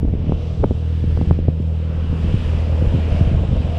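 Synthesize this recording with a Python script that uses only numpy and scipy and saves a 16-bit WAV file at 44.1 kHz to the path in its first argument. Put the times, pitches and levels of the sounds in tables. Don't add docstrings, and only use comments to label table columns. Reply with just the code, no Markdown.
import sys
import numpy as np
from scipy import signal
from scipy.io import wavfile

SR = 44100
rng = np.random.default_rng(int(sys.argv[2]) if len(sys.argv) > 2 else 0)


def attenuation_scalar(level_db):
    decades = np.asarray(level_db, float) / 20
    return 10 ** decades


def digitize_waveform(pressure):
    field = np.atleast_2d(pressure).T
    bounded = np.clip(field, -1, 1)
    quanta = np.round(bounded * 32767).astype(np.int16)
    wavfile.write(sys.argv[1], SR, quanta)


N = 166698


def rms_one(x):
    return x / np.sqrt(np.mean(x ** 2) + 1e-20)


def in_time(rows):
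    start_s, *columns = np.transpose(rows)
    return [np.interp(np.arange(N) / SR, start_s, column) for column in columns]


def drift(rate_hz):
    pole = np.exp(-80 * np.pi * rate_hz / SR)
    white = rng.standard_normal(N // 40 + 2002)
    slow = signal.lfilter([1], [1, -2 * pole, pole * pole], white)[2000:]
    return np.interp(np.arange(N) / 40, np.arange(len(slow)), rms_one(slow - slow.mean()))


def cut(x, hz, kind, order):
    return signal.sosfilt(signal.butter(order, hz, kind, fs=SR, output="sos"), x)


def banded_noise(colour, patchy_db, together_db):
    colour_hz, colour_db = np.transpose(colour)
    edges_hz = 40 * 2 ** np.arange(0, 8.7, 1 / 3)
    white = rng.standard_normal((2, N))
    together = drift(31)
    out = 0
    for k, (low_hz, high_hz) in enumerate(zip(edges_hz, edges_hz[1:])):
        middle = np.log(low_hz * high_hz) / 2
        level_db = np.interp(middle, np.log(colour_hz), colour_db, left=-120, right=-120)
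        flicker_db = patchy_db * (drift(0.81) + drift(2.2)) + together_db * together
        band = cut(white[k % 2], [low_hz, high_hz], "band", order=2)
        band = cut(band, high_hz * 1.03, "low", order=2)
        out = out + attenuation_scalar(level_db + flicker_db) * band
    return rms_one(out)


def hollow(centre_hz, width_hz):
    band = cut(rng.standard_normal((2, N)), width_hz / 2, "low", order=2)
    turn = 2 * np.pi * np.cumsum(centre_hz + np.zeros(N)) / SR
    ringing = band[0] * np.cos(turn) + band[1] * np.sin(turn)
    return rms_one(ringing) * attenuation_scalar(0.8 * drift(8))


# start_s, firing_level_db, fourth_and_fifth_orders_db,
# third_order_db
DRONE_OVER_WATER = [(0, -24, -6.5, -4.5), (.25, -26.5, 3.5, -6), (.52, -27.5, 5, -3.5), (.8, -22.5, 0, -6),
                    (1.2, -19.5, -2, -10), (1.45, -22.5, 3, -22.5), (1.75, -22.5, 4, -8.5),
                    (2.2, -24, 4, -18), (2.6, -21, -4, -9), (2.9, -17.5, -9, -14),
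                    (3.15, -21.5, -16, -18.5), (3.4, -25.5, -2, -10.5), (3.78, -24, 4, -8)]
# multiple, level_db
SHAFT_ORDERS = [(1, -31), (2, 2.5), (6, -21), (7, -26.5), (8, -27.5), (9, -36.5), (10, -38), (11, -36),
                (12, -26)]
# multiple, level_db
CARRIED_ORDERS = [(4, -9.5), (5, -21)]


def engine():
    shaft_hz, wander_hz, flutter_db, first_firing_s = 40.05, 0.015, 0.5, 0.0037
    level_db, upper_db, third_db = in_time(DRONE_OVER_WATER)
    turns = np.cumsum(shaft_hz + wander_hz * drift(0.43)) / SR - shaft_hz * first_firing_s
    turn = 2 * np.pi * turns

    def chord(orders):
        return sum(attenuation_scalar(db + flutter_db * np.sqrt(k) * drift(3)) * np.cos(k * turn) for k, db in orders)

    pulse = chord(SHAFT_ORDERS) + attenuation_scalar(upper_db) * chord(CARRIED_ORDERS)
    pulse = pulse + attenuation_scalar(third_db) * np.cos(3 * turn)
    return -np.sqrt(2) * attenuation_scalar(level_db) * pulse


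# start_s, level_db, hollow_centre_hz, upper_hollow_db
ROAR_FLOW = [(0, -38.5, 469, -14.5), (.5, -37, 468, -8), (.9, -40, 475, -14.5), (1.2, -40.5, 480, -22),
             (1.5, -39, 482, -14), (1.8, -38, 500, -16.5), (2.2, -36, 480.1, -16.5), (2.5, -34.5, 490, -12),
             (2.7, -31, 510, -12), (2.9, -28.5, 500, -22), (3.05, -33.5, 500, -8), (3.2, -34, 490, 0),
             (3.4, -33, 470, -7), (3.6, -32, 500, -10.5), (3.78, -34, 520, -1)]
# pitch_hz, level_db (per Hz)
ROAR_TONE = [(35, -39.5), (60, -5), (93, -13.5), (172, -9.5), (267, -24), (470, -16.5), (877, -29.5),
             (2200, -56.5), (2860, -86.5), (4840, -120)]


def roar():
    level_db, centre_hz, upper_db = in_time(ROAR_FLOW)
    body = banded_noise(ROAR_TONE, patchy_db=1.0, together_db=2.7)
    lower = attenuation_scalar(-5.5) * hollow(centre_hz, width_hz=88)
    upper = attenuation_scalar(upper_db) * hollow(centre_hz=638, width_hz=133)
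    return attenuation_scalar(level_db) * (body + lower + upper)


# start_s, level_db, fine_mist_db
SPRAY_FALL = [(0.0, -56, -4.5), (0.01, -57.5, -12), (0.28, -51.5, -13), (0.44, -51, -8), (0.67, -53, -10.5),
              (0.99, -49.5, -10), (1.28, -50, -8), (1.43, -53, -12.5), (1.68, -56, -6.5),
              (1.81, -50.5, -12.5), (2.24, -44, -11.5), (2.43, -41.5, -12.5), (2.67, -45.5, -10),
              (3.19, -42, -11), (3.39, -45.5, -14), (3.72, -44, -12.5), (3.77, -43.5, -14),
              (3.78, -46.5, -9)]
# pitch_hz, level_db (per Hz)
SPRAY_TONE = [(530, -32), (900, -4.5), (2180, -9), (2500, -1), (3050, -7), (4000, -13.5), (6000, -22),
              (9210, -31), (15600, -57)]


def spray():
    mist_hz, mist_trim_db, spray_trim_db = 4200, 11, 2.5
    echo_s, echo_db = 0.000472, -20.5
    level_db, mist_db = in_time(SPRAY_FALL)
    hiss = banded_noise(SPRAY_TONE, patchy_db=1.0, together_db=0.34)
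    drops = cut(hiss, mist_hz, "low", order=3)
    mist = attenuation_scalar(mist_db + mist_trim_db) * cut(hiss, mist_hz, "high", order=3)
    water = drops + mist
    delay = echo_s * SR * (1 + 0.041 * drift(0.14))
    echo = np.interp(np.arange(N) - delay, np.arange(N), water)
    return attenuation_scalar(level_db + spray_trim_db) * (water - attenuation_scalar(echo_db) * echo)


# start_s, level_db
GUST_STRENGTH = [(0, -25), (.1, -23), (.3, -20), (.37, -27.5), (.56, -28), (.64, -19), (.8, -30),
                 (.95, -40), (1.02, -26.5), (1.3, -19), (1.44, -29.5), (1.7, -42), (2.0, -30), (2.3, -19.5),
                 (2.7, -29), (2.89, -22.5), (3.55, -20), (3.78, -24)]


def gusts():
    level_db = in_time(GUST_STRENGTH)[0]
    lumps_db = 2 * 1.5 * np.tanh(drift(11) / 1.5)
    base = rms_one(cut(rng.standard_normal(N), 79, "low", order=2))
    edge = cut(rng.standard_normal(N), 199, "low", order=3)
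    edge = rms_one(cut(edge, 45, "high", order=2))
    return attenuation_scalar(level_db) * (attenuation_scalar(1.2 * lumps_db) * base + attenuation_scalar(lumps_db - 9 + lumps_db * 0) * edge)


# start_s, peak_db, swing_hz
PORT_BUFFETS = [(0.033, -10, 87), (0.048, -7.5, 170), (.078, -6.5, 66.4), (.132, -12.5, 90),
                (.163, -19, 60.6), (0.243, -17.5, 193), (0.292, -11, 125), (.320, -8.5, 101),
                (0.599, -11.5, 91), (0.632, -15.5, 327), (0.646, -7.5, 196), (0.654, -9, 109),
                (0.712, -11, 127), (1.003, -24, 110), (1.02, -18, 69.7), (1.080, -9.5, 80),
                (1.174, -21.5, 101), (1.205, -18, 70), (1.274, -20, 140), (1.312, -3, 134),
                (1.36, -25, 150), (1.39, -15, 140), (1.486, -0.5, 150), (1.603, -11.5, 155),
                (2.045, -14, 150), (2.099, -15, 120), (2.136, -16, 170), (2.206, -24, 70),
                (2.248, -13, 100), (2.317, -18, 88.5), (2.375, -16, 80), (2.455, -13.5, 46.3),
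                (2.562, -14, 51.6), (2.642, -27, 59.3), (2.729, -14, 69.4), (2.81, -10, 80),
                (2.843, -10, 130), (2.872, -5.5, 49.4), (2.901, -20, 44.3), (2.942, -6.5, 146),
                (2.961, -11.5, 210), (2.987, -12, 185), (3.059, -15, 59.7), (3.122, -3.5, 70),
                (3.148, -11, 140), (3.216, -12.5, 135), (3.274, -8, 126), (3.316, -7.5, 170),
                (3.346, -8, 109), (3.427, -11, 59), (3.451, -10, 111), (3.491, -9, 99), (3.514, -8, 111.3),
                (3.536, -14.5, 150), (3.574, -6, 55), (3.605, -12, 162), (3.655, -25, 69.6),
                (1.192, -13, 192), (.270, -16, 200)]


def buffets():
    build_turns, fade_turns = 0.17, 0.51
    t = np.arange(-SR // 20, SR // 20) / SR
    out = np.zeros(N + SR)
    for start_s, peak_db, swing_hz in PORT_BUFFETS:
        late = t * swing_hz / np.where(t < 0, build_turns, fade_turns)
        push = np.exp(-0.5 * late ** 2) * np.cos(2 * np.pi * swing_hz * t)
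        at = int(start_s * SR)
        out[at:at + len(t)] += attenuation_scalar(peak_db) * push
    return out[SR // 20:][:N]


# start_s, peak_db, core_hz (spin peaks at 0.56 of it, the kick
# reaches 1.38 times it), length_s
PORT_EDDIES = [(.030, -8, 305, 0.0033), (.051, -15.5, 464, 0.0079), (0.077, -18, 463, 0.0025),
               (0.137, -13.5, 430, 0.0054), (0.151, -12.5, 285, 0.0042), (0.245, -37, 218, 0.0097),
               (0.294, -10, 336, 0.009), (.321, -8, 740, 0.0041), (0.603, -16, 266, 0.014),
               (.640, -7.5, 1145, 0.0096), (0.709, -6.5, 453, 0.0046), (1.04, -13.5, 368, 0.01),
               (1.084, -18, 112, 0.0079), (1.174, -16, 970, 0.0037), (1.213, -9.5, 600, 0.0029),
               (1.310, -4.5, 845, 0.0038), (1.389, -11, 404, 0.005), (1.483, -2.5, 416, 0.0056),
               (1.601, -12, 294, 0.004), (2.046, -26, 170, 0.013), (2.128, -13.5, 410, 0.0093),
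               (2.243, -15, 404, 0.004), (2.34, -4.5, 188, 0.0087), (2.822, -10.5, 236, 0.0025),
               (2.948, -6, 227, 0.0058), (3.195, -15, 330, 0.0066), (3.209, -6, 240, 0.011),
               (3.33, -13, 242, 0.0095), (3.53, -16, 266, 0.011), (.423, -28, 600, 0.0027),
               (0.641, -16.5, 1967, 0.0078), (0.635, -11.5, 554, 0.0043), (0.643, -9, 593, 0.0076),
               (0.717, -14.5, 507, 0.0029), (0.084, -18.5, 525, 0.0054), (2.683, -20.5, 550, 0.004)]


def eddies():
    slow_spin_hz, core_share, spin_scatter = 71, 0.497, 0.17
    kick_body_hz, kick_reach = 170, 1.38
    tumble_db, tumble_db_per_ms = -7, 0.94
    t = np.arange(-SR // 20, SR // 20) / SR
    out = np.zeros(N + SR)
    for start_s, peak_db, core_hz, length_s in PORT_EDDIES:
        nearness = 1 / (1 + np.abs(t / (core_share * length_s)) ** 2.14)
        spin_hz = slow_spin_hz + (0.558 * core_hz - slow_spin_hz) * nearness
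        uneven = rms_one(cut(rng.standard_normal(len(t)), 210, "low", order=2))
        turn = 2 * np.pi * np.cumsum(spin_hz * (1 + spin_scatter * uneven)) / SR
        swell = np.exp(-0.5 * (t / length_s) ** 2)
        tumble = swell * np.cos(turn - turn[len(t) // 2] + 0.91 * rng.random())
        tumble = cut(tumble, core_hz * 0.94, "low", order=4)
        kick = cut(1.0 * (t == 0), kick_body_hz, "low", order=1)
        kick = cut(kick, core_hz * kick_reach, "low", order=4)
        share_db = tumble_db + tumble_db_per_ms * (1000 * length_s - 7)
        at = int(start_s * SR)
        out[at:at + len(t)] += attenuation_scalar(peak_db + 1.5) * (kick / kick.max() + attenuation_scalar(share_db) * tumble)
    return cut(out[SR // 20:][:N], 64.3, "high", order=2)


def whine():
    return attenuation_scalar(-95) * np.sin(2 * np.pi * 11793 * np.arange(N) / SR)


def scene():
    far = engine() + roar() + spray()
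    near = gusts() + buffets() + eddies()
    return (far + near + whine())[None]


def roll_off(x):
    return signal.sosfilt(signal.butter(12, 15710, fs=SR, output="sos"), x)


# pitch_hz, width_hz, depth (0-1)
HOUSING_HOLLOWS = [(2137, 95, 0.44), (4100, 780, 0.13), (6560, 400, 0.4), (10500, 930, 0.2)]


def record(dry):
    x = cut(dry, 20, "high", order=2)
    for pitch_hz, width_hz, depth in HOUSING_HOLLOWS:
        b, a = signal.iirpeak(pitch_hz, pitch_hz / width_hz, fs=SR)
        x = x - depth * signal.lfilter(b, a, x)
    mix = 2.5 * np.tanh(x / 2.5)
    return roll_off(mix)


dry = scene()
out = record(dry)
digitize_waveform(out)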